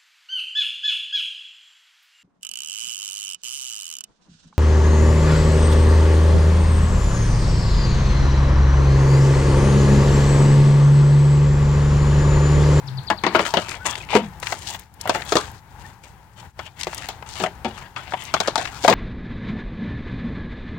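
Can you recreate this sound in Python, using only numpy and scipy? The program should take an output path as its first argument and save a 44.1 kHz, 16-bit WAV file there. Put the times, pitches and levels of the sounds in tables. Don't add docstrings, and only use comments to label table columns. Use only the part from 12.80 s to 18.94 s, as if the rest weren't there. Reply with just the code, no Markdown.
import sys
import numpy as np
from scipy import signal
from scipy.fft import rfft, irfft
from scipy.io import wavfile
from scipy.ndimage import uniform_filter1d

SR = 44100
rng = np.random.default_rng(int(sys.argv[2]) if len(sys.argv) > 2 else 0)


def wav_record(signal):
    frames = np.transpose(np.atleast_2d(signal))
    bounded = np.clip(frames, -1, 1)
    quanta = np.round(bounded * 32767).astype(np.int16)
    wavfile.write(sys.argv[1], SR, quanta)


N = 270774
T = np.arange(N) / SR


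def undb(db):
    return 10 ** (np.asarray(db) / 20)


def level(x, db):
    return x * undb(db) / np.sqrt(np.mean(x ** 2))


def along(table, count):
    hz, value = np.transpose(table)
    bins_hz = np.fft.rfftfreq(count, 1 / SR)
    return np.interp(np.log(bins_hz + 1), np.log(hz), value)


def colour(x, gain):
    return irfft(rfft(x) * gain, N)


def band(x, hz, width):
    return signal.lfilter(*signal.iirpeak(hz, hz / width, SR), x)


def humps(x, table, shift_db):
    out = 0
    for hz, width, db in table:
        resonance = band(band(x, hz, width), hz, 2 * width)
        out = out + undb(db + shift_db()) * resonance
    return out


def walk(rate):
    k = int(SR / rate)
    held = np.repeat(rng.standard_normal(N // k + 1), k)
    return 2.08 * uniform_filter1d(held, k)[:N]


def add(out, x, s):
    i = int(s * SR)
    out[i:i + len(x)] += x[:N - i]


def whistle(s, times, hz, db):
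    t = T[:int(times[-1] * SR)]
    arch = np.sin(np.pi * t / times[-1])
    phase = 2 * np.pi * np.cumsum(np.interp(t, times, hz)) / SR
    return undb(db) * arch * np.sin(phase)


def slips(rate, spread_db):
    clicks = (rng.random(N) < rate / SR) * rng.standard_normal(N)
    return clicks * undb(spread_db * np.minimum(rng.exponential(size=N), 3))


# (t/s, tyre hiss level/dB)
BACKGROUND = [(0, -44.5), (1.95, -46), (2.1, -58.5), (2.25, -45.5), (2.75, -44), (2.81, -54.5), (3.05, -44),
              (3.21, -55), (3.27, -50.5), (3.54, -55.5), (3.66, -45), (3.73, -67), (3.8, -44), (3.94, -57),
              (3.99, -47), (5.05, -46.5), (5.14, -53), (5.2, -47.5), (6.14, -43)]
RUMBLE_DB, RUMBLE_DIP = -42, 0.73


def background_levels():
    tyres_db = np.interp(T, *np.transpose(BACKGROUND))
    rumble_db = RUMBLE_DB + RUMBLE_DIP * (tyres_db - tyres_db.max())
    return rumble_db, tyres_db


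# (f/Hz, relative level/dB per Hz)
RUMBLE = [(30, -9), (60, 13.5), (120, 12), (200, 2.5), (320, -26)]
TYRES = [(300, -6.5), (620, -11.5), (880, 2.5), (1150, -9), (1600, -8.5), (2500, -17.5), (16000, -48)]
# (t/s by which it has faded, f/Hz, level/dB before the fade)
HUM = (0.23, 130, -31.5)


def traffic(rumble_db, tyres_db):
    rumble, tyres = (level(colour(rng.standard_normal(N), undb(along(shape, N))), 0) for shape in (RUMBLE, TYRES))
    end, hz, db = HUM
    fade = np.clip((end - T) / 0.028, 0, 1)
    hum = level(band(rng.standard_normal(N), hz, 1.3), db) * fade
    return rumble * undb(rumble_db) + tyres * undb(tyres_db) + hum


# (t/s, nominal start f/Hz, peak level/dB)
BIRD = [(0.069, 6000, -36), (0.17, 5030, -34), (0.269, 5070, -30.5), (0.372, 5100, -35.5),
        (0.472, 5280, -32), (0.81, 5240, -40)]
# (t/s into the chip, nominal f/Hz)
CHIP = [(0.016, 4060), (0.026, 2800)]


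def bird():
    out = np.zeros(N)
    times, hz = np.transpose([(0.00054, 0)] + CHIP)
    for s, start_hz, db in BIRD:
        glide_hz = [start_hz, *hz[1:]] * (1 + 0.014 * rng.standard_normal(len(hz)))
        add(out, whistle(s, times, glide_hz, db), s)
    t = T[:8192]
    scatter = 0.016 * rng.standard_normal(len(t)) * 1000 ** (-t / 0.33)
    return out + signal.fftconvolve(out, scatter)[:N]


# (t/s, length/s, start f/Hz, end f/Hz, peak level/dB)
SQUEAKS = [(0.992, 0.068, 1290, 1500, -38.5), (1.203, 0.017, 2620, 2500, -34),
           (3.046, 0.021, 1680, 1820, -39.5)]


def squeaks():
    out = np.zeros(N)
    for s, length, start_hz, end_hz, db in SQUEAKS:
        add(out, whistle(s, [0, 0.34 * length, length], [start_hz, end_hz, end_hz], db), s)
    return out


# (start t/s, swell/s, hold/s, rub level/dB, crinkle level/dB)
STROKES = [(0.447, 0.12, 0.1, -33, -43), (0.678, 0.071, 0.19, -37, -44), (1.047, 0.022, 0.013, -26, -32.5),
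           (1.146, 0.034, 0.011, -35, -40), (1.289, 0.038, 0.039, -25.5, -39.5),
           (1.616, 0.014, 0.13, -40.5, -40.5), (1.771, 0.063, 0.12, -41, -38),
           (2.197, 0.16, 0.038, -35.5, -39), (2.43, 0.052, 0.16, -39, -40),
           (2.66, 0.043, 0.033, -66, -51.5), (2.972, 0.073, 0.056, -57, -53.5),
           (3.231, 0.0087, 0.0063, -48, -49), (3.56, 0.0087, 0.039, -51, -53.5),
           (3.785, 0.027, 0.048, -45.5, -52), (3.962, 0.04, 0.25, -40, -43.5),
           (4.463, 0.14, 0.022, -32.5, -37), (4.852, 0.039, 0.16, -45, -58),
           (5.143, 0.047, 0.18, -44, -53.5), (5.333, 0.12, 0.046, -37.5, -45.5),
           (5.53, 0.02, 0.13, -37.5, -45.5), (5.733, 0.042, 0.15, -39.5, -44),
           (5.917, 0.025, 0.34, -49, -45)]
SWELL_DB, RELEASE_DB_S = 15, 247


def strokes():
    power = np.full((2, N), 1e-12)
    for s, swell, hold, rub_db, crinkle_db in STROKES:
        top = s + max(swell, 1e-3)
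        end = top + max(hold, 1e-3)
        shape_db = np.interp(T, [s - .01, s, top, end, end + 1], [-99, -SWELL_DB, 0, 0, -RELEASE_DB_S])
        power += undb(shape_db + np.array([[rub_db], [crinkle_db]])) ** 2
    return 10 * np.log10(power)


# (f/Hz, width/Hz, level/dB before it wanders)
FILM = [(4630, 3400, -1), (6760, 2700, -3), (12500, 7000, -16.5)]


def crinkle(db):
    rustle = humps(slips(1500, 2.5), FILM, lambda: 2.5 * walk(40))
    return level(rustle, 0) * undb(db)


# (centre f/Hz, level/dB before random spread, t60/s)
TRAY = [(192.7, -12, 0.16), (265, -5.5, 0.024), (377, -0.5, 0.048), (671, -1.5, 0.04), (855, 1, 0.033),
        (1100, 6.5, 0.01), (1489, 3.5, 0.017), (1970, 11.5, 0.008), (2584, 6, 0.02), (3170, 7.5, 0.021),
        (4250, -2.5, 0.036)]


def ring(gain_db, t, which=slice(None)):
    hz, db, t60 = (c[which, None, None] for c in np.transpose(TRAY))
    detune, size, turn = rng.standard_normal((3, len(hz), 6, 1))
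    spread = 0.12 * np.linspace(-1, 1, 6)[:, None] + 0.028 * detune
    modes = np.cos(2 * np.pi * hz * (1 + spread) * t + 1.543 * turn) * 1000 ** (-t / t60)
    return np.sum(undb(db + gain_db[which, None, None] + 2.06 * size) * modes, (0, 1))


def rub(db):
    drive = signal.lfilter(*signal.butter(2, 4000, fs=SR), slips(2500, 3.7))
    out, t, step = np.zeros(N), T[:1024], 3000
    low = np.array(TRAY)[:, 0] < 450
    for i in range(0, N, step):
        mode_db = -8 * low + 3 * rng.standard_normal(len(low))
        body = ring(mode_db, t) * 1000 ** (-t / 0.064)
        add(out, signal.fftconvolve(drive[i:i + step], body / np.linalg.norm(body)), i / SR)
    return level(out, 0) * undb(db)


# (t/s, peak level/dB, f/Hz)
TICKS = [(0.916, -20, 1590), (1.154, -17.5, 2430), (1.6, -28.5, 8900), (1.67, -12.5, 2400),
         (1.79, -31, 7100), (1.872, -19.5, 3950), (1.995, -27, 12500), (2.14, -38, 11000),
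         (2.212, -19.5, 6560), (2.275, -25, 13000), (2.42, -21.5, 2460), (2.451, -32, 9500),
         (2.492, -24.5, 6027), (2.715, -35.5, 12500), (4.003, -27.5, 4900), (4.011, -18, 3900),
         (4.033, -15, 3900), (4.131, -22.5, 850), (4.146, -20, 7600), (4.18, -20.5, 5300),
         (4.286, -25, 12500), (4.425, -25.5, 1000), (5.322, -19, 890), (5.438, -31, 11500),
         (5.452, -26, 5000), (5.566, -14, 1090), (5.813, -19.5, 920), (5.854, -17, 1480),
         (5.874, -23, 1900)]


def ticks():
    out, t = np.zeros(N), T[:2048]
    for s, db, hz in TICKS:
        slip = rng.standard_normal(len(t)) * 1000 ** (-t / 0.023)
        tick = band(band(slip, hz, 1.23 * hz), hz, hz)
        add(out, tick / np.max(np.abs(tick)) * undb(db), s)
    return out


# (t/s, level/dB before the decay)
BOOMS = [(1.349, -15.5), (1.42, -24)]


def booms():
    out, t = np.zeros(N), T[:8192]
    hz = 230 - 600 * t
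    envelope = (1 - np.exp(-t / 0.0013)) * 1000 ** (-t / 0.3)
    note = envelope * np.sin(2 * np.pi * np.cumsum(hz) / SR)
    for s, db in BOOMS:
        add(out, undb(db) * note, s)
    return out


# (t/s, clack peak level/dB before the bass cut, f/Hz that rings most,
# thump level/dB and snap level/dB against the clack, chatter t60/s before limits and the faster early decay)
KNOCKS = [(0.302, -4.5, 876, -13.5, -7, 0.13), (.437, -10, 1080, -6, -5.5, 0.37),
          (.466, -5, 778, -13.5, -46, 0.09), (.549, -2.5, 743, -7.5, -15.5, 0.28),
          (0.593, -5, 686, -14.5, -46, 0.11), (0.652, -16.5, 1510, -18, -1, 0.16),
          (0.739, -6, 935, -13.5, -3, 0.23), (.771, -4, 657, -9.5, -45, 0.14),
          (1.055, -16, 993, -31.5, -41, 0.39), (1.33, -12.5, 650, -34, -10, 0.2),
          (1.352, -3.5, 495, -5.5, -4.5, 0.19), (1.629, -18.5, 1300, -28, -1, 0.053),
          (1.724, -10, 960, -31.5, -2, 0.061), (2.256, -16.5, 730, -39, -18, 0.18),
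          (2.275, -13, 720, -42, -15, 0.084), (2.295, -2, 700, -46, -3.5, 0.11),
          (2.348, -12, 890, -20.5, -4, 0.23), (2.522, -4.5, 1110, -9.5, -0.5, 0.13),
          (2.555, -2, 480, -22, -3, 0.07), (2.568, -6, 1190, -7.5, 0, 0.2),
          (3.792, -19.5, 1280, -18, -4, 0.086), (4.07, -12, 653, -11.5, -3.5, 0.054),
          (4.288, -19.5, 875, -25, 4, 0.27), (4.6, -20, 870, -1, 2.5, 0.35),
          (4.638, -7, 664, -27, -10, 0.089), (4.662, -16, 675, -27, -5, 0.087),
          (4.847, -14, 810, -6.5, -5, 0.23), (5.163, -17.5, 1525, -21, -49, 0.28),
          (5.336, -11.5, 847, -39, -45, 0.077), (5.54, -4, 920, -14.5, -0.5, 0.083),
          (5.603, -6, 603, -33, 1.5, 0.083), (5.675, -14.5, 790, -14, 4.5, 0.22),
          (5.682, -8, 640, -10.5, -35, 0.025), (5.757, -6, 900, -45, 2, 0.048),
          (5.778, -11.5, 813, -28, -0.5, 0.4), (6.039, -14.5, 496, -9, 0, 0.15),
          (6.047, -2.5, 553, -36, -6.5, 0.091), (6.079, 1.5, 726, -12, -3.5, 0.22),
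          (6.099, -7, 492, -8, 2, 0.41), (6.126, -8.5, 1060, -3, -32, 0.23)]
# (f/Hz, width/Hz, level/dB before each blow varies it)
SNAP = [(3830, 2600, 20.5), (5960, 2200, 6), (14100, 10400, -2.5)]


def knocks():
    out, t, hz = np.zeros(N), T[:6144], np.array(TRAY)[:, 0]
    low = hz < 450
    soft, dull = signal.butter(3, 6000, fs=SR), signal.butter(1, 2500, fs=SR)
    for s, peak_db, pitch_hz, thump_db, snap_db, t60 in KNOCKS:
        chatter = rng.standard_normal(len(t)) * undb(1.46 * rng.standard_normal(48)).repeat(128)
        chatter *= (1 - np.exp(-t / 0.00089)) * 1000 ** (-t / np.clip(t60, .01, .4))
        push = 3.32 * np.exp(-t / 0.011) * chatter + 1.91 * signal.lfilter(*dull, chatter)
        push[32] += 24
        felt = signal.lfilter(*soft, push)
        near_db = -7.5 * np.abs(np.log2(hz / pitch_hz))
        panel = undb(7.5) * np.sin(2 * np.pi * pitch_hz * t) * 1000 ** (-t / 0.035)
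        thump_body = ring(0 * hz, t[:4096], low)
        clack_body = ring(near_db, t[:4096], ~low) + panel[:4096]
        thump, clack = (signal.fftconvolve(felt, body)[:len(t)] for body in (thump_body, clack_body))
        snap = humps(push, SNAP, lambda: 3 * rng.standard_normal())
        parts = (thump, thump_db), (clack, 0), (snap, snap_db)
        blow = sum(undb(db) * part / np.max(np.abs(part)) for part, db in parts)
        add(out, undb(peak_db) * blow, s - T[32])
    return signal.sosfilt(signal.butter(2, 130, "high", fs=SR, output="sos"), out)


# (f/Hz, left minus right level/dB, before the two are blended)
PORTS_DB = [(30, 4.5), (700, 3), (1400, 11), (3000, 15), (10000, 7), (16000, 4)]
# (f/Hz, share of power heard alike)
PORTS_ALIKE = [(30, 0.26), (200, 1), (800, 0.61), (2500, 0.031), (16000, 0.18)]
PORTS_LAG_S = .00005


def ports(near, round_about):
    tilt = undb(-along(PORTS_DB, N))
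    alike = np.clip(along(PORTS_ALIKE, N), 0, 1)
    lag = np.exp(-2j * np.pi * np.fft.rfftfreq(N, 1 / SR) * PORTS_LAG_S)
    left = 2 / (1 + np.sqrt(alike) * tilt)
    right = left * tilt
    shared = colour(near, right * np.sqrt(alike) * lag)
    own = colour(round_about, right * np.sqrt(1 - alike))
    return np.array([colour(near, left), shared + own])


HISS_DB = -19


def scene():
    rub_db, crinkle_db = strokes()
    rumble_db, tyres_db = background_levels()
    crinkle_db = 10 * np.log10(undb(crinkle_db) ** 2 + undb(tyres_db + HISS_DB) ** 2)
    grip_db = 1.6 * walk(70)
    faces = []
    for _ in range(2):
        distant = traffic(rumble_db, tyres_db) + bird()
        sliding = squeaks() + crinkle(crinkle_db + grip_db) + rub(rub_db + grip_db)
        blows = ticks() + booms() + knocks()
        faces.append(distant + sliding + blows)
    return ports(*faces)


TOP_HZ = 16000


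def record(dry):
    clipped = np.clip(dry, -.98, .98)
    return signal.sosfilt(signal.ellip(10, .2, 60, TOP_HZ, fs=SR, output="sos"), clipped)


dry = scene()
out = record(dry)
wav_record(out)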